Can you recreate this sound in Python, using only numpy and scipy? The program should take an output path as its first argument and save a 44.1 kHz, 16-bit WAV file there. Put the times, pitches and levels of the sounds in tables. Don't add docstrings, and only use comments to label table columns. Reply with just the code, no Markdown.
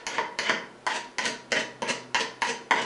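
import sys
import numpy as np
from scipy import signal
from scipy.fft import rfft, irfft
from scipy.io import wavfile

SR = 44100
rng = np.random.default_rng(int(sys.argv[2]) if len(sys.argv) > 2 else 0)


def ratio(d):
    e = np.asarray(d, float) / 20
    return 10 ** e


def master_out(mix):
    frames = np.transpose(np.atleast_2d(mix))
    ceiling = np.clip(frames, -1, 1)
    pcm = np.round(ceiling * 32767).astype(np.int16)
    wavfile.write(sys.argv[1], SR, pcm)


N = 125685

# (time [s], force [dB], brightness [dB per octave], bench thud [dB], handle ring [dB])
KNOCKS = [(0.0666, -11, 9, 1, 2), (0.1826, -4.5, -9.5, 1, 0.5), (0.3878, -7, 6, 4, 1),
          (0.4951, -2.5, -6.5, -2, -1.8), (0.866, -6, -2, -16, 5.5), (1.1838, -7.5, 4, -7, 2),
          (1.2546, -10.5, 8, -5, -7), (1.5195, -5, 2, 5, -12), (1.8206, -9.5, 2, 17.7, 11),
          (2.1456, -3.5, 1.5, -2, 3), (2.4196, -4.5, 1.5, -11, 3.5), (2.7096, 1.5, -8.5, -15, 3.5)]
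# (start [s], length [s], level [dB], brightness [dB per octave], bench rumble [dB])
DRAGS = [(0.058, 0.17, -42, -1, 13.5), (0.392, 0.087, -41, 0.5, 16.5), (.445, 0.082, -34, -5.5, -2),
         (0.868, 0.084, -37, -2, 1), (0.93, 0.055, -37.5, 6, 16.2), (1.192, 0.084, -38, -4.5, 2),
         (1.237, 0.066, -36, 8.5, 22.5), (1.526, 0.031, -35.5, -29, -15), (1.554, 0.023, -28.5, -3, 12),
         (1.577, 0.041, -37.5, 5, 14.5), (1.829, 0.092, -40.5, -12.5, 4), (1.874, 0.048, -32, 7, 15.5),
         (2.149, 0.029, -31.5, -6.5, -20), (2.191, 0.029, -31.5, 4.5, 18.5), (2.428, 0.049, -38, -1, -7),
         (2.463, 0.052, -34.5, 6, 19.5), (2.736, 0.092, -36.5, -1, 13.5), (2.812, 0.021, -35, 5, 26.5),
         (0.38, 0.015, -55, 11, -9), (1.503, 0.014, -53, 6, -9), (2.411, 0.0067, -50, 11, -5)]
# (frequency [Hz], level [dB], time to fall 60 dB [s])
BODY_MODES = [(249.5, -18.5, 0.1), (340, -49, 0.12), (460, -59.5, 0.18), (469.4, -7, 0.069),
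              (634.7, -3.5, 0.073), (745, -49, 0.013), (915, 0.5, 0.029), (964, 4, .06), (970, -22, 0.044),
              (1518, -9.5, 0.071), (1543, 0.5, 0.036), (1832, 5, 0.038), (1990, 7.5, 0.02),
              (2046, 6.5, 0.025)]
# (frequency [Hz], level [dB], time to fall 60 dB [s])
BLADE_MODES = [(1074, -61, 0.023), (2360, -16, 0.022), (2805, -7.5, 0.058), (3080, 8, 0.011),
               (3510, -69, 0.0067), (4324, 3, 0.011), (4740, 2, 0.013), (5120, 4, 0.0075),
               (5703, 5.5, 0.0048), (6100, 2, 0.011), (6610, -2, 0.013), (7180, -11, 0.011),
               (1700, -1.5, .03), (563, -1.5, 0.029)]
# (frequency [Hz], level [dB])
TICK_TONE = [(200, -16), (1000, -11), (2000, 14.5), (5000, -2.5), (8000, -7.5), (11000, -26)]
# (delay [s], level [dB])
ECHOES = [
    (.0036, -5.5),
    (.0077, -1),
    (0.0089, -9),
]
# (frequency [Hz], time to fall 60 dB [s])
SHOP_DECAY = [(150, 1), (400, 0.44), (1000, .5), (2500, 0.35), (5000, 0.39), (10000, 0.22)]
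# (frequency [Hz], level [dB per Hz])
HISS_TONE = [(12, -54), (20, -6), (174, -14.5), (346, 7), (1110, -2.5), (1260, -7.5), (1370, 0),
             (1600, -5.5), (11000, -25), (14300, -64), (22000, -120)]
# (time [s], level [dB])
HUM_LEVEL = [(0.0, -71), (1.02, -66.5), (1.19, -70), (1.52, -61.5), (1.98, -56.5), (2.85, -67.5)]

LEAD_S = 0.3
TICK_DB, DRAG_TICK_DB = -12.5, 0
PIVOT_HZ = 2370
BENCH_HZ = 600
HANDLE_HZ, HANDLE_OCTAVES = 990, 0.13


def evened(x):
    return x / np.sqrt(np.mean(x ** 2) + 1e-20)


def read(points, hz):
    f, value = np.transpose(points)
    return np.interp(np.log(hz + 1), np.log(f + 1), value)


def add(mix, time_s, sound):
    part = mix[round((time_s + LEAD_S) * SR):][:len(sound)]
    part += sound[:len(part)]


def coloured(x, db_at):
    hz = np.fft.rfftfreq(len(x), 1 / SR)
    return irfft(rfft(x) * ratio(db_at(hz)), len(x))


def knock(*colour):
    chatter_db, chatter_s = -25, 0.00095
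    crack_db, crack_hz, crack_s = -17.5, 4900, 0.00036
    t = np.arange(400) / SR
    chatter, hiss = rng.standard_normal((2, len(t)))
    blow = (t == 0) + ratio(chatter_db) * chatter * np.exp(-t / chatter_s)
    sound = signal.fftconvolve(blow, ring(*colour, TICK_DB))
    high_pass = signal.butter(2, crack_hz, "high", fs=SR)
    crack = signal.lfilter(*high_pass, hiss * np.exp(-t / crack_s))
    crack = np.pad(crack / np.linalg.norm(crack), (0, len(sound) - len(t)))
    brightness = colour[0]
    return sound / np.linalg.norm(sound) + ratio(crack_db + 1.3 * brightness) * crack


def drag(start, length, level_db, tilt_db, bench_db):
    slips_per_s, uneven_db, peak_at = 4000, 3.5, 0.55
    draw = rng.random((7000, 3))
    happens = draw[:, 0] < slips_per_s / SR
    size = ratio(uneven_db * np.minimum(-np.log(draw[:, 1]), 4))
    slips = happens * size * np.sign(draw[:, 2] - 0.5)
    u = np.arange(len(draw)) / (length * SR)
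    stroke = np.interp(u, [0, peak_at, 1], [0.3, 1, 0]) * np.minimum(u * 20, 1)
    sound = signal.fftconvolve(slips * stroke, ring(tilt_db, bench_db, 0, DRAG_TICK_DB))
    strength = np.sqrt((sound ** 2).sum() / (length * SR))
    return start, ratio(level_db) * sound / strength


def ring(tilt_db, bench_db, handle_db, tick_db):
    place_db, detune = 1, 0.0061

    def colour_db(f):
        octave = np.log2((f + 50) / HANDLE_HZ)
        tilt = tilt_db * np.log2(1 + (f / PIVOT_HZ) ** 2) / 2
        thud = bench_db / (1 + (f / BENCH_HZ) ** 6)
        return tilt + thud + handle_db * np.exp(-(octave / HANDLE_OCTAVES) ** 2)

    hz, db, t60 = np.transpose(BODY_MODES + BLADE_MODES)[:, :, None]
    t = np.arange(8192) / SR
    grip, place, phase = rng.uniform(-1, 1, (3, len(hz), 1))
    db = db + colour_db(hz) + place_db * place
    waves = np.sin(2 * np.pi * hz * (1 + detune * grip) * t + 0.94 * phase)
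    modes = (ratio(db - 60 * t / t60) * waves).sum(0)
    f = abs(np.fft.fftfreq(len(t), 1 / SR))
    log_size = np.log(ratio(read(TICK_TONE, f) + colour_db(f)))
    tick = np.fft.ifft(np.exp(np.conj(signal.hilbert(log_size)))).real
    soft_start = np.minimum(t / 0.00035, 1)
    return modes / np.linalg.norm(modes) * soft_start + ratio(tick_db) * tick / np.linalg.norm(tick)


def jolt(level_db):
    t = np.arange(2000) / SR
    return ratio(level_db) * np.sin(2 * np.pi * 48.6 * t) * np.exp(-t / 0.0027)


def shop_tail():
    start_s, spacing = 0.0025, 20
    taps = np.zeros(SR)
    at = np.arange(0, SR - spacing, spacing)
    taps[at + rng.integers(0, spacing, len(at))] = rng.choice([-1., 1.], len(at))
    hz, t, z = signal.stft(taps, SR, nperseg=256)
    fade = ratio(-60 * t / read(SHOP_DECAY, hz)[:, None])
    tail = signal.istft(z * fade, SR, nperseg=256)[1]
    return np.r_[np.zeros(round(start_s * SR)), tail / np.linalg.norm(tail)]


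def shop(x):
    echo_hz, tail_db = 3860, 1
    out = x.copy()
    dull = signal.lfilter(*signal.butter(2, echo_hz, fs=SR), x)
    for delay_s, db in ECHOES:
        delay = round(delay_s * SR)
        out[delay:] += ratio(db) * dull[:-delay]
    turn = np.arange(len(x)) / SR * 2.425
    for k in range(3):
        share = np.cos(turn + k * np.pi / 3) * np.sqrt(2 / 3)
        out += ratio(tail_db) * signal.fftconvolve(x * share, shop_tail())[:len(x)]
    return out


def air():
    hiss_db, hum_hz, hum_width_hz = -51.5, 127.5, 2.83
    hiss = evened(coloured(rng.standard_normal(N), lambda f: read(HISS_TONE, f)))
    drift = evened(coloured(rng.standard_normal(N), lambda f: -10 * np.log10(1 + (f / 4) ** 4)))
    hum = np.sin(2 * np.pi * np.cumsum(hum_hz + hum_width_hz * drift) / SR)
    hum_db = np.interp(np.arange(N) / SR, *np.transpose(HUM_LEVEL))
    return ratio(hiss_db) * hiss + ratio(hum_db) * evened(hum)


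def scene():
    knock_db, jolt_db, mic_hz = 8, -34, 172.5
    tool = np.zeros(N + round(LEAD_S * SR))
    jolts = np.zeros_like(tool)
    add(tool, *drag(-0.19, 0.066, -28.5, -2.1, 0.1))
    for time_s, force_db, *colour in KNOCKS:
        add(tool, time_s, ratio(force_db + knock_db) * knock(*colour))
        add(jolts, time_s, jolt(force_db + jolt_db + 0.89 * colour[0]))
    for row in DRAGS:
        add(tool, *drag(*row))
    low_cut = signal.butter(4, mic_hz, "high", fs=SR, output="sos")
    heard = signal.sosfilt(low_cut, shop(tool))
    return ((heard + jolts)[-N:] + air())[None]


def top_cut(x):
    return signal.sosfilt(signal.butter(12, 11310, fs=SR, output="sos"), x)


def record(dry):
    edge_hz = 10980
    low_pass = signal.firwin(511, edge_hz, window=("kaiser", 9), fs=SR)
    mix = signal.oaconvolve(dry, low_pass[None], "same")
    return top_cut(mix)


dry = scene()
out = record(dry)
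master_out(out)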